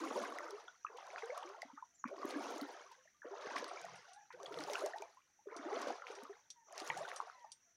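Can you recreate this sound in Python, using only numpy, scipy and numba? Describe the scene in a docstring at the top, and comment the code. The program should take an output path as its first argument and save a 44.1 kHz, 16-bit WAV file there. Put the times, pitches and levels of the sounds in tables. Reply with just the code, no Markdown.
"""Wading a shallow stream

Close to the microphone someone takes seven slow strides, each a surge of ringing bubbles from deep gulps
to fine spray. Cavities plop shut, drops slap the surface, feet thud on the bed and keys clink.
Insects hiss on the bank; a small bird and a far-off fowl call faintly, with short echoes off the rocks."""
import sys
import numpy as np
from scipy import signal
from scipy.fft import rfft, irfft
from scipy.io import wavfile
from numba import njit

SR = 44100
rng = np.random.default_rng(int(sys.argv[2]) if len(sys.argv) > 2 else 0)


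def output_pcm(signal):
    """Save a mono or channel-first signal as 16-bit PCM at the path in sys.argv[1].

    Samples are clipped to [-1, 1] before scaling.
    """
    pcm = np.clip(np.atleast_2d(signal).T, -1, 1) * 32767
    wavfile.write(sys.argv[1], SR, np.round(pcm).astype(np.int16))


N = 342216
TIME = np.arange(N) / SR

# One surge of water per stride, and a weak second push after the sixth: leg enters t/s, crest t/s, hold/s,
# leg stops t/s, entry boost/dB, then base level/dB of gulps, slosh, splash, spray, mist, trickle
STRIDES = [(-.3, 0, .2, .62, 0, -51.5, -51, -58.5, -69, -78.5, -68),
           (0.859, 1.038, .4, 1.65, 3, -67, -58.5, -65.5, -81, -95, -71),
           (2.05, 2.282, .25, 2.82, 0, -53, -52.5, -59.5, -71.5, -78, -65),
           (3.241, 3.55, .07, 3.96, -.5, -57.5, -53, -58, -77.5, -94.5, -62.5),
           (4.32, 4.581, .28, 5.03, 0, -57, -55, -60, -68, -77, -69),
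           (5.459, 5.769, .13, 6.0, -4, -53.5, -49.5, -55.5, -71, -85.5, -68.5),
           (5.98, 6.091, .06, 6.32, 2, -66, -58.5, -65, -80, -93, -74),
           (6.659, 6.802, .28, 7.3, -1, -63, -55, -60, -68.5, -79, -69)]


def undb(db):
    """Decibels to gain."""
    return 10 ** (np.asarray(db) / 20)


def unit(x):
    """Scale to rms 1."""
    return x / np.sqrt(np.mean(x ** 2) + 1e-30)


def gain_at(hz, spectrum):
    """Gain of a (f/Hz, level/dB) spectrum, read on a log-frequency axis."""
    f, db = np.transpose(spectrum)
    return undb(np.interp(np.log(np.maximum(hz, 1)), np.log(f), db))


def noise(spectrum):
    """Noise with the given spectrum, at rms 1."""
    hz = np.arange(N // 2 + 1) * SR / N
    return unit(irfft(rfft(rng.standard_normal(N)) * gain_at(hz, spectrum), N))


def band(x, lo_hz, hi_hz, order=2):
    """Causal band-pass."""
    sos = signal.butter(order, [lo_hz, min(hi_hz, .48 * SR)], "band", fs=SR, output="sos")
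    return signal.sosfilt(sos, x + 1e-18)


@njit
def high_pass(x, hz, damping):
    """State-variable high-pass with a moving edge; low damping makes the edge ring."""
    out, band_state, low_state = np.empty(N), 0., 0.
    for i in range(N):
        g = np.tan(np.pi * hz[i] / SR)
        mid = (band_state + g * (x[i] + 1e-18 - low_state)) / (1 + g * (g + damping))
        out[i] = x[i] - damping * mid - low_state - g * mid
        band_state, low_state = 2 * mid - band_state, low_state + 2 * g * mid
    return out


def walk(per_s):
    """Smooth random wander, spread near 1."""
    return np.interp(TIME * per_s, np.arange(4000), rng.standard_normal(4000))


def add(out, s, sound):
    """Mix a short sound in at time s."""
    i = max(int(s * SR), 0)
    out[i:i + len(sound)] += sound[:max(N - i, 0)]


def bank():
    """The quiet valley behind the stream: a broad, nearly steady hush."""
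    # spectrum of the hush: f/Hz, relative level/dB
    hush = [(30, -11), (100, -3), (300, -5.5), (500, -9.5), (800, -12), (1200, -7.5), (1900, -3),
            (2800, -12), (5200, -15.5), (8000, -17.5), (15000, -23.5)]
    return noise(hush) * undb(-83 + 0.53 * walk(6.9))


def insects():
    """Insects on the bank: a narrow, flickering hiss near 6 kHz."""
    # spectrum of the chorus: f/Hz, relative level/dB
    chorus = [(5000, -43.5), (5500, -7), (5850, 3.5), (6400, -5), (6750, -11.5), (7250, -12.5),
              (7700, -41.5)]
    return noise(chorus) * undb(-78 + 1.1 * walk(5) + 2.8 * walk(35))


def calls(contours, octave_db, waver):
    """Gliding, slightly unsteady notes with a weaker octave."""
    out = np.zeros(N)
    for call in contours:
        s, hz, db = np.transpose(call)
        pitch = np.interp(TIME, s, hz) * (1 + waver * walk(180))
        phase = 2 * np.pi * np.cumsum(pitch) / SR
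        amplitude = np.sqrt(2) * undb(np.interp(TIME, s, db, left=-200, right=-200))
        out += amplitude * (np.sin(phase) + undb(octave_db) * np.sin(2 * phase))
    return out


def fowl():
    """A fowl gives short calls far from the microphone."""
    # one contour per call: t/s, f/Hz, level/dB
    contours = [
        [(1.85, 720, -83), (1.88, 705, -87), (1.915, 695, -84), (1.94, 680, -85)],
        [(4.06, 691, -88), (4.09, 701, -61), (4.125, 756, -70.5), (4.19, 864, -62), (4.23, 770, -78),
         (4.28, 820, -101)],
        [(6.54, 1000, -88), (6.57, 940, -76), (6.63, 890, -75), (6.66, 880, -90)],
        [(7.33, 1037, -72.5), (7.38, 973, -69.5), (7.43, 951, -72), (7.47, 896, -67.5)],
        [(7.65, 710, -95), (7.68, 690, -78), (7.72, 657, -103)],
    ]
    return calls(contours, octave_db=-9.5, waver=0.0054)


def bird():
    """A small bird in the distance: two thin, high chirps."""
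    # one contour per chirp: t/s, f/Hz, level/dB
    contours = [
        [(1.94, 6450, -80), (1.955, 7150, -69), (1.97, 7550, -90), (1.985, 7030, -77), (2.0, 6580, -61.5),
         (2.025, 6100, -88)],
        [(3.73, 6500, -105), (3.77, 7100, -73), (3.8, 6500, -72), (3.83, 6200, -85)],
    ]
    return calls(contours, octave_db=-59, waver=0.041)


def rocks(x, wet_db, t60, delay_s=0.0091):
    """The direct sound plus scattered echoes from boulders and banks."""
    t = TIME[:SR]
    echo = band(rng.standard_normal(len(t)), 250, 3200, order=1) * undb(-60 * t / t60) * (t > delay_s)
    return x + undb(wet_db) * signal.fftconvolve(x, echo / np.linalg.norm(echo))[:N]


def keys(ring_db=-6, tick_db=-6, tick_s=0.0073, rebound_db=-9, detune=.003):
    """A tick and a lighter rebound ring the keys; each contact favours other modes and detunes them."""
    # keys knocking together: t/s, base level/dB, boost of the modes above 7500 Hz/dB
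    clinks = [(3.68, -62, 8.5), (3.957, -60.5, 3), (4.133, -58, 3), (5.565, -51.5, -5), (6.117, -59.5, -3),
              (6.152, -54.5, -7), (6.503, -47, -7), (7.1616, -45.5, 0.5), (7.5181, -49.5, 2.5)]
    # modes of the keys, brief bright ones and faint long ones: f/Hz, relative level/dB, t60/s
    modes = [(3380, -10.5, 0.014), (3555, -13.5, 0.12), (4500, -1.5, .022), (4740, -10, .03),
             (4880, -3, .035), (5500, -3, 0.031), (5520, -10, 0.092), (5720, 2.5, 0.092),
             (6130, -0.5, 0.029), (6300, -3, 0.062), (7275, -13, 0.099), (8200, -6.5, 0.083),
             (8940, -5, 0.035), (8700, -15, 0.17), (9840, -3, 0.054), (10300, -15, .036),
             (10760, -21, 0.066)]
    hz, mode_db, t60 = np.transpose(modes)
    out, t = np.zeros(N), TIME[:SR // 2]
    for s, db, high_db in clinks:
        rebound_s = rng.uniform(0.00456, 0.0144)
        for delay, blow_db in ((0, 0), (rebound_s, rebound_db)):
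            pitch = hz * (1 + detune * rng.standard_normal(len(hz)))
            rings = np.sin(2 * np.pi * pitch[:, None] * t) * undb(-60 * t / t60[:, None])
            share_db = mode_db + high_db * (hz > 7500) + 2 * rng.standard_normal(len(hz))
            share = undb(share_db) * rng.choice([-1, 1], len(hz))
            tick = unit(band(rng.standard_normal(len(t)), 3100, 7100, order=3)) * np.exp(-t / tick_s)
            contact = undb(ring_db) * share @ rings + undb(tick_db) * tick
            add(out, s + delay, undb(db + blow_db) * contact)
    return out


def footfalls():
    """Dull thuds as the weight comes down on the stream bed."""
    # feet pressing on the bed: t/s, level/dB, length/s
    steps = [(2.035, -67.5, 0.05), (3.81, -69, 0.22), (4.32, -80, 0.12), (4.46, -67.5, 0.25),
             (6.894, -50.5, 0.025), (6.9, -66.5, 0.16)]
    press = sum(undb(db) * np.sin(np.pi * np.clip((TIME - s) / length, 0, 1)) for s, db, length in steps)
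    return press * unit(band(rng.standard_normal(N), 112, 194, order=4))


@njit
def bubbles(start, hz, size, t60, rise, swell_cycles):
    """Each bubble swells, then rings down; nearing the surface, its pitch gains the share rise per t60."""
    out = np.zeros(N)
    for k in range(len(start)):
        first = int(start[k] * SR) + 1
        swell, decay = hz[k] / swell_cycles, np.log(1000) / t60[k]
        crest = decay / (decay + 8 * swell)
        peak = (1 - crest) ** 8 * crest ** (decay / swell)  # maximum of the envelope
        for i in range(max(first, 0), min(first + int(2 * t60[k] * SR), N)):
            t = i / SR - start[k]
            shape = (1 - np.exp(-swell * t)) ** 8 * np.exp(-decay * t) / peak
            out[i] += size[k] * shape * np.sin(2 * np.pi * hz[k] * t * (1 + rise[k] * t / t60[k] / 2))
    return out


def cloud(db, lo_hz, hi_hz, per_s, cycles, rise, spread_db, wash_db, crowding=.38):
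    """A swarm of bubbles, more and louder with stronger stirring, over a wash of countless tiny ones."""
    # spectrum of stirred water: f/Hz, relative level per Hz/dB
    water = [(200, -1), (260, -15.5), (350, -4), (500, -4.5), (750, -0.5), (1130, 3), (1600, -5.5),
             (2000, -9), (3200, -11.5), (5000, -13), (6200, -11.5), (7700, -34), (9800, -29.5),
             (12500, -51), (15500, -47.5)]
    strength = undb(db)
    density = (strength / strength.max()) ** crowding + 1e-4
    density *= per_s / density.mean()
    count = int(per_s * N / SR)
    when, pitch, weight, ring, climb = rng.random((count, 5)).T
    quantile = (np.arange(count) + 3 * when - 1) / count
    start = np.interp(quantile, np.cumsum(density) / density.sum(), TIME)
    hz = lo_hz * (hi_hz / lo_hz) ** pitch
    t60 = cycles * 3 ** (2 * ring - 1) / hz
    size = undb(-spread_db * np.log(.03 + .97 * weight)) * gain_at(hz, water) * np.sqrt(hz / t60)
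    size *= np.interp(start, TIME, strength / np.sqrt(density))
    glide = rise * climb ** 2 * ring  # most bubbles hold their pitch; a few long ones glide
    swarm = unit(bubbles(start, hz, size, t60, glide, swell_cycles=1.06))
    wash = unit(band(noise(water), lo_hz, hi_hz, order=4) * strength)
    return unit(swarm + undb(wash_db) * wash) * np.sqrt(np.mean(strength ** 2))


def surge(crest_db, lead_db, ease_db, die_db_per_s):
    """Level in dB: each stride builds to its crest, holds, eases as the leg slows, then dies away."""
    entry_s = .03  # the leg breaks the surface this fast
    power = np.full(N, 1e-12)
    for (enter, crest, hold, stop, entry_db, *_), db in zip(STRIDES, crest_db):
        span = slice(max(int(enter * SR), 0), int((stop + .5) * SR))
        t = TIME[span]
        shape_db = np.interp(t, [enter, crest, crest + hold, stop], [entry_db - lead_db, 0, 0, -ease_db])
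        shape_db -= die_db_per_s * np.maximum(t - stop, 0)
        power[span] += (undb(db + shape_db) * np.minimum((t - enter) / entry_s, 1)) ** 2
    return 10 * np.log10(power)


def trickle():
    """Water patters off the lifted leg; the last bubbles and stray drips ring on into the pause."""
    flow_db = surge(np.transpose(STRIDES)[-1], lead_db=20, ease_db=1.4, die_db_per_s=58)
    drips = cloud(flow_db - 0.5, 1820, 11140,
                  per_s=260, cycles=80, rise=0.078, spread_db=3, wash_db=0, crowding=.5)
    last_bubbles = cloud(flow_db - 4.5, 440.5, 1244,
                         per_s=26, cycles=69, rise=0.31, spread_db=6, wash_db=-15, crowding=.2)
    stray_drips = cloud(flow_db - 3, 1255, 2235,
                        per_s=60, cycles=60, rise=0.11, spread_db=2.5, wash_db=-9.5, crowding=.1)
    return drips + last_bubbles + stray_drips


def drops(slap_s=0.0016, cycles=14, ring_db=-4, slap_db=-6):
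    """A falling drop slaps the surface and traps a tiny bubble; small drops sound brighter."""
    # drops landing: t/s, base level/dB, f/Hz
    landings = [(0.386, -39, 5800), (0.5078, -39.5, 5530), (0.972, -50, 6200), (1.068, -48.5, 5800),
                (1.1917, -47, 3250), (1.258, -50, 6300), (1.3468, -48, 3320), (1.431, -40.5, 3140),
                (1.491, -47.5, 5340), (1.3772, -42, 6550), (1.619, -37, 4560), (2.0833, -50.5, 5400),
                (2.255, -46, 11000), (2.308, -38.5, 4330), (2.581, -42.5, 6640), (2.6128, -35.5, 4200),
                (2.615, -44, 12000), (2.917, -55, 8000), (3.4106, -47, 3680), (3.5612, -37, 4030),
                (3.583, -45, 4450), (3.643, -34, 4450), (3.815, -43.5, 6500), (3.8516, -43.5, 6500),
                (4.431, -40, 5800), (4.463, -41, 4340), (4.542, -37, 3250), (4.588, -35, 3930),
                (4.6044, -38, 5770), (4.698, -38, 3530), (4.794, -41, 3900), (4.984, -41, 3800),
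                (4.638, -34.5, 4830), (4.7343, -31.5, 5660), (4.808, -39.5, 6250), (4.861, -30.5, 6100),
                (5.021, -40, 5860), (5.8175, -37, 5960), (5.884, -38, 4100), (6.2353, -48, 8950),
                (6.725, -44, 6300), (6.779, -33, 5400), (6.801, -32, 4540), (6.876, -36.5, 5700),
                (6.82, -44, 3400), (6.975, -36, 5550), (7.079, -40, 3400)]
    slaps, t = np.zeros(N), TIME[:1000]
    for s, db, hz in landings:
        slap = undb(db + slap_db) * np.exp(-t / slap_s) * rng.standard_normal(len(t))
        add(slaps, s, band(slap, hz / 2.2, hz * 1.6))
    s, db, hz = np.array(landings, float).T.copy()
    rise = np.full(len(s), .1)
    return slaps + bubbles(s, hz, undb(db + ring_db), cycles / hz, rise, swell_cycles=0.97)


def splashes(attack_s=0.0059, mist_db=-16):
    """Thrown water lands all at once: a quick burst of crackle with fine mist above it."""
    # crests breaking in a sheet of spray: t/s, level/dB, decay time/s
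    sheets = [(0.035, -54.5, .015), (.21, -55, .04), (.594, -63, .012), (0.964, -61.5, .03),
              (1.177, -57.5, .025), (1.368, -57.5, .015), (1.614, -58, 0.011), (2.072, -65, .018),
              (2.295, -54, .025), (2.426, -56, .02), (2.475, -55.5, .025), (2.912, -63.5, .018),
              (3.407, -60.5, .035), (3.556, -49, .014), (3.577, -51, 0.02), (4.081, -64, .025),
              (4.322, -64, .012), (4.519, -57, 0.013), (4.6, -56, .04), (4.728, -51.5, .03),
              (4.785, -56, .02), (4.852, -55, .02), (5.811, -53, .035), (5.869, -55, 0.038),
              (6.067, -58.5, .018), (6.226, -65.5, .03), (6.752, -60.5, .02), (6.775, -54.5, .03),
              (6.865, -56, .02), (6.966, -57.5, .02), (7.082, -55.5, .025)]
    strength, t = np.full(N, 1e-7), TIME[:SR // 3]
    for s, db, decay_s in sheets:
        envelope = np.minimum(t / attack_s, 1) * np.exp(-np.maximum(t - attack_s, 0) / decay_s)
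        add(strength, s, undb(db) * envelope)
    level_db = 20 * np.log10(strength)
    crackle = cloud(level_db, 1654, 7180,
                    per_s=500, cycles=15, rise=.1, spread_db=2, wash_db=2, crowding=.8)
    mist = cloud(level_db + mist_db, 7640, 15600,
                 per_s=480, cycles=7, rise=.1, spread_db=14.5, wash_db=-4.5, crowding=0.87)
    return crackle + mist


def gurgles(count=14, spread_octaves=0.51, cycles=22, rise=0.2):
    """A cavity breaks up into a quick knot of bubbles of similar size."""
    # knots of bubbles: t/s, top level of a bubble/dB, length/s, centre f/Hz
    knots = [(.235, -44, .03, 1520), (0.859, -55.5, 0.029, 1350), (0.894, -57, .06, 990),
             (.975, -55, 0.053, 2380), (1.677, -63.5, 0.048, 1105), (1.764, -60.5, 0.022, 1620),
             (2.051, -51, 0.041, 1710), (2.103, -51, .035, 521), (3.227, -55.5, 0.042, 1264),
             (3.247, -65, 0.039, 2400), (3.296, -55, 0.068, 1390), (4.302, -58, .012, 1690),
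             (4.317, -58, .03, 1930), (5.494, -52, .06, 1510), (5.569, -52, 0.043, 1485),
             (5.719, -45.5, 0.076, 1690), (7.437, -61, 0.027, 840)]
    s, db, length, centre_hz = np.repeat(np.array(knots, float), count, axis=0).T
    when, pitch, weight = rng.random((len(s), 3)).T
    start = s + length * (np.arange(len(s)) % count + when) / count
    hz = centre_hz * 2 ** (spread_octaves * (2 * pitch - 1))
    return bubbles(start, hz, undb(db) * np.sqrt(weight), cycles / hz, rise * weight, swell_cycles=1.16)


def plops(max_rise_per_s=16):
    """Single cavities close with a round, mostly rising note; large pockets ring low and long."""
    # the loudest bubbles: t/s, f/Hz, peak level/dB, t60/s, pitch rise over the ring/share (capped below)
    cavities = [(0.014, 318, -40, 0.14, 0.3), (.038, 1039, -34.5, 0.029, 0.85),
                (.06, 337.2, -42.5, .06, -0.4), (.155, 344, -39, 0.065, 0.5), (0.159, 930, -37, 0.039, 0.2),
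                (.165, 422.4, -39.5, 0.27, 2.26), (0.167, 497, -36.5, 0.072, 0.7),
                (0.236, 1080, -38, 0.05, 0.048), (0.386, 1880, -35.5, 0.0072, 1.1),
                (.406, 1130, -38.5, 0.016, 0.083), (.463, 1330, -46, 0.026, -0.3),
                (.491, 522, -47.5, 0.081, -0.7), (0.526, 386, -45, 0.19, 0.55), (.583, 1150, -49, 0.03, 2),
                (.603, 760, -52, .035, 0.5), (.66, 640, -64, .14, 1.5), (0.682, 1355, -45.5, 0.035, 0.29),
                (0.681, 3320, -50, 0.015, 0.13), (.8485, 1140, -31, 0.014, 0.5),
                (.866, 2540, -45.5, 0.018, 0.08), (.9, 428, -53.5, 0.073, .2),
                (.945, 430, -50.5, 0.13, 0.8), (.986, 900, -40, 0.0055, 0), (1.132, 599, -47.5, 0.21, 2),
                (1.161, 1610, -33.5, 0.002, 0.84), (1.179, 1340, -41.5, 0.019, .17),
                (1.183, 2370, -46, 0.016, 0.7), (1.223, 1960, -42, 0.013, 0.5),
                (1.231, 439, -40, 0.13, 0.24), (1.297, 512, -39.5, 0.078, 0),
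                (1.303, 2050, -41.5, 0.016, 0.4), (1.322, 515, -38, 0.057, 1.5),
                (1.364, 676, -47, 0.21, 0.5), (1.375, 1050, -39.5, 0.03, 1.5),
                (1.426, 830, -40, 0.015, 0.29), (1.447, 330, -50.5, 0.39, 1.2), (1.545, 860, -46, .025, .1),
                (1.578, 623, -51, 0.044, .2), (1.62, 2010, -38, 0.013, 0), (1.631, 695, -39, 0.0087, 0.11),
                (1.652, 245, -56, .04, .2), (1.7, 860, -51.5, .035, 0.5), (1.735, 218, -54, 0.039, 0.6),
                (1.775, 1093, -47, 0.062, 1), (1.777, 880, -53.5, 0.086, .05),
                (1.825, 976, -41, 0.032, 0.023), (2.041, 1085, -34, 0.013, 0.015),
                (2.042, 1390, -33, 0.0031, 0.51), (2.056, 244, -38, 0.027, 0.015),
                (2.113, 602, -43.5, 0.053, -0.2), (2.231, 1040, -36, 0.018, 0.29),
                (2.252, 316, -34, 0.013, 0.055), (2.358, 293, -36, 0.086, 0), (2.619, 261, -38, 0.065, 0.3),
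                (2.322, 552, -44, .05, -0.4), (2.485, 520, -47, 0.053, -0.3),
                (2.691, 997, -47, 0.037, -1.1), (2.86, 1027, -55, 0.077, 1), (2.912, 917, -53, 0.1, 0.5),
                (2.95, 1480, -77, 0.041, -2), (3.075, 1690, -59.5, 0.048, 2),
                (3.219, 1620, -47.5, 0.02, 0.18), (3.231, 1380, -50, 0.016, 0.5),
                (3.247, 540, -45.5, .03, .1), (3.255, 545, -41, 0.0088, -0.5),
                (3.26, 426, -46.5, 0.14, 1.2), (3.311, 382, -45.5, 0.12, 0.23),
                (3.337, 780, -45.5, .025, 0.7), (3.452, 398, -44.5, 0.083, 0.6),
                (3.47, 1190, -37, 0.0038, -1), (3.558, 986, -34.5, 0.045, 0.72),
                (3.566, 1840, -31, 0.0032, 0.15), (3.581, 2060, -35, 0.0029, 0.15),
                (3.562, 268, -49, 0.03, .1), (3.603, 235, -51.5, .03, 0.2), (3.628, 510, -37, 0.0082, 0),
                (3.714, 655, -43, 0.026, 0.6), (3.773, 2150, -43.5, 0.019, 0.37),
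                (3.846, 675, -39.5, 0.022, 0.065), (4.305, 965, -47, 0.017, 0.05),
                (4.338, 444, -51, 0.099, 0.8), (4.4, 1030, -49.5, 0.073, 1), (4.405, 396, -55, 0.18, 0.12),
                (4.434, 567, -45, 0.1, -0.3), (4.51, 391, -46, 0.12, 0.64), (4.459, 3270, -42, 0.021, 0.15),
                (4.571, 496, -38.5, 0.036, -0.1), (4.609, 2420, -39, 0.0034, -0.5),
                (4.733, 2040, -46.5, .025, 0.4), (4.595, 313, -45, 0.098, -0.1),
                (4.684, 770, -37, 0.021, 0.5), (4.697, 493, -36, 0.043, 0.61),
                (4.713, 441, -43.5, 0.12, -0.3), (4.754, 1400, -33, 0.019, 0.049),
                (4.755, 2640, -31, 0.0056, 0.15), (4.78, 1015, -42.5, 0.051, 0.24),
                (4.81, 1130, -43, 0.072, 1.6), (4.82, 586, -37.5, 0.04, 0.3),
                (4.837, 549, -34.5, 0.082, 0.5), (4.833, 328.4, -39, 0.11, 1.5),
                (4.862, 500, -40.5, 0.14, 2.2), (4.863, 950, -35, 0.0096, -0.7),
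                (4.935, 1710, -40, 0.02, 0.63), (4.941, 653, -41.5, 0.041, 1),
                (4.958, 820, -40, 0.065, 0.38), (5.021, 618, -47, 0.099, 0.4),
                (5.023, 820, -39.5, 0.013, 0.5), (5.0, 359, -48.5, 0.11, 0.9), (5.023, 2390, -48, .018, 0),
                (5.17, 943, -57, 0.076, 0.7), (5.39, 785, -63, 0.065, 0.6), (5.459, 500, -54.5, 0.036, 0.5),
                (5.471, 396, -41, 0.033, 0.12), (5.542, 1150, -50, 0.054, 3.3),
                (5.595, 285, -45.5, 0.043, 0), (5.564, 417, -45, 0.02, -0.4),
                (5.517, 439, -48.5, 0.14, 0.2), (5.659, 279, -39.5, 0.07, 0.9),
                (5.724, 377.4, -35.5, 0.14, 1.2), (5.712, 742, -40.5, 0.13, 0.9),
                (5.773, 344, -39.5, 0.02, 1), (5.769, 610, -34.5, 0.033, 0.3),
                (5.869, 473, -35, 0.031, 0.5), (5.886, 497, -42.5, 0.14, -0.2),
                (5.904, 704, -32, 0.02, 0.25), (6.069, 2300, -36.5, 0.0021, 0.014),
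                (6.102, 450, -41.5, 0.027, 0), (6.021, 1330, -41, 0.017, 0.096),
                (6.17, 382, -53.5, 0.34, 0.72), (6.229, 236, -53, 0.041, 0.27),
                (6.252, 1180, -45.5, 0.022, 0.13), (6.295, 377.5, -45.5, 0.11, 0.47),
                (6.297, 694, -57, 0.13, 0.2), (6.328, 1970, -57.5, 0.059, -1),
                (6.819, 330, -47, 0.02, 0.014), (6.901, 860, -31.5, 0.013, 0.25),
                (6.901, 2160, -31, 0.0078, 0.85), (6.9015, 2920, -37, .004, 0.4),
                (6.904, 1820, -31, 0.015, 0.35), (6.933, 1950, -46, 0.0065, 0.7),
                (6.966, 642, -39.5, 0.092, 2.5), (7.006, 544, -39, 0.13, 1.4),
                (7.051, 1400, -39, 0.018, 1.2), (7.117, 1782, -33.5, 0.0018, 0.35),
                (7.203, 1030, -27, 0.0045, 0.087), (7.225, 450, -55.5, 0.097, 0.028),
                (7.27, 713, -48.5, 0.055, 0.2), (7.299, 1280, -41.5, 0.0055, 2),
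                (7.445, 763, -47, 0.029, 0.5)]
    s, hz, db, t60, rise = np.array(cavities, float).T.copy()
    rise = np.minimum(rise, max_rise_per_s * t60)  # brief bubbles have no time to glide
    start = s - 2 / hz  # the swell begins two cycles early
    return bubbles(start, hz, undb(db), t60, rise, swell_cycles=1.25)


def hollow(x):
    """The hollow behind the leg rings at its own pitch and cuts the bubbles larger than itself."""
    # pitch of the largest air pocket dragged under, one list per stride: t/s, f/Hz
    deepest = [
        [(0, 204), (.27, 210), (.4, 305), (.6, 340)],
        [(.88, 332), (1.0, 340), (1.06, 554), (1.12, 395), (1.35, 440), (1.5, 317)],
        [(2.06, 242), (2.17, 316), (2.26, 213), (2.78, 245), (2.9, 430)],
        [(3.25, 323), (3.45, 346), (3.58, 257), (3.75, 390), (3.95, 435)],
        [(4.33, 342), (4.6, 276), (4.75, 357), (4.87, 340), (4.93, 484), (5.02, 313)],
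        [(5.47, 318), (5.62, 235), (5.91, 224), (5.99, 544), (6.06, 530), (6.09, 347)],
        [(6.7, 403), (6.83, 275), (7.0, 333), (7.3, 460)],
    ]
    s, hz = np.concatenate(deepest).T
    edge_hz = np.interp(TIME, s, hz)
    ringing = high_pass(x, edge_hz, damping=0.61)
    return high_pass(ringing, edge_hz, damping=np.sqrt(2))


def plunges(full_db=-52, steepness=1.6):
    """Only the hardest part of a stride drags under the largest, lowest pockets of air."""
    gulp_db = np.transpose(STRIDES)[5]
    crest_db = full_db - 5 + steepness * (gulp_db - full_db)
    level_db = surge(crest_db, lead_db=26, ease_db=31, die_db_per_s=240)
    return cloud(level_db, 222.4, 333, per_s=28, cycles=17, rise=1.0, spread_db=1, wash_db=-13.5)


def wading():
    """The leg drags air under: big pockets gulp, middling ones slosh, the crest splashes and sprays."""
    gulp_db, slosh_db, splash_db, spray_db, mist_db = np.transpose(STRIDES)[5:10]
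    heave_db = 1.67 * walk(14)  # the water heaves unevenly
    burst_db = heave_db + 3 * walk(45)  # the crest breaks in quick bursts
    # glugs and babble lie between their neighbours in size and in strength
    glug_db = slosh_db + 0.32 * (gulp_db - slosh_db)
    babble_db = slosh_db + 0.37 * (splash_db - slosh_db)
    gulps = cloud(surge(gulp_db - 4.5, lead_db=8, ease_db=15, die_db_per_s=190),
                  326.3, 463.3, per_s=45, cycles=21.4, rise=.7, spread_db=2, wash_db=-15)
    glugs = cloud(surge(glug_db - 1.03, lead_db=9.8, ease_db=14, die_db_per_s=160) + heave_db,
                  462, 744, per_s=66, cycles=36, rise=.7, spread_db=0.5, wash_db=-15)
    slosh = cloud(surge(slosh_db - 1, lead_db=12, ease_db=12, die_db_per_s=110) + heave_db,
                  735, 1241, per_s=95, cycles=36, rise=.49, spread_db=2, wash_db=-15)
    babble = cloud(surge(babble_db - 2, lead_db=17, ease_db=9.8, die_db_per_s=115) + heave_db,
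                   1269, 2247, per_s=240, cycles=46, rise=.25, spread_db=5.5, wash_db=-9.5)
    splash = cloud(surge(splash_db, lead_db=21, ease_db=16, die_db_per_s=110) + burst_db - 2.5,
                   2262, 6684, per_s=1200, cycles=46, rise=.175, spread_db=6.3, wash_db=-8, crowding=.5)
    spatter_db = burst_db + 2.5 * walk(70)
    spray = cloud(surge(spray_db, lead_db=33, ease_db=18, die_db_per_s=74) + spatter_db,
                  6635, 11440, per_s=900, cycles=130, rise=.035, spread_db=7, wash_db=-7)
    mist = cloud(surge(mist_db, lead_db=33, ease_db=18, die_db_per_s=74) + spatter_db,
                 10360, 16200, per_s=730, cycles=14, rise=.1, spread_db=9, wash_db=-26.5)
    return gulps + glugs + slosh + babble + splash + spray + mist


def scene():
    """One microphone at the stream: the wader close and nearly dry, the birds far off with more echo."""
    bubbling = hollow(wading() + plunges() + trickle()) + plops() + gurgles()
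    water = band(bubbling, 120, 22000, order=3)  # bubbles near the surface radiate almost no bass
    near = water + splashes() + drops() + footfalls() + keys()
    far = fowl() + bird()
    mix = rocks(near, wet_db=-18, t60=0.12) + rocks(far, wet_db=-5.5, t60=0.25) + bank() + insects()
    return mix[None]


def record(dry, top_hz=15850):
    """The phone that serves as microphone cuts the top of the treble."""
    return signal.sosfilt(signal.ellip(10, .2, 70, top_hz, fs=SR, output="sos"), dry)


dry = scene()
out = record(dry)
output_pcm(out)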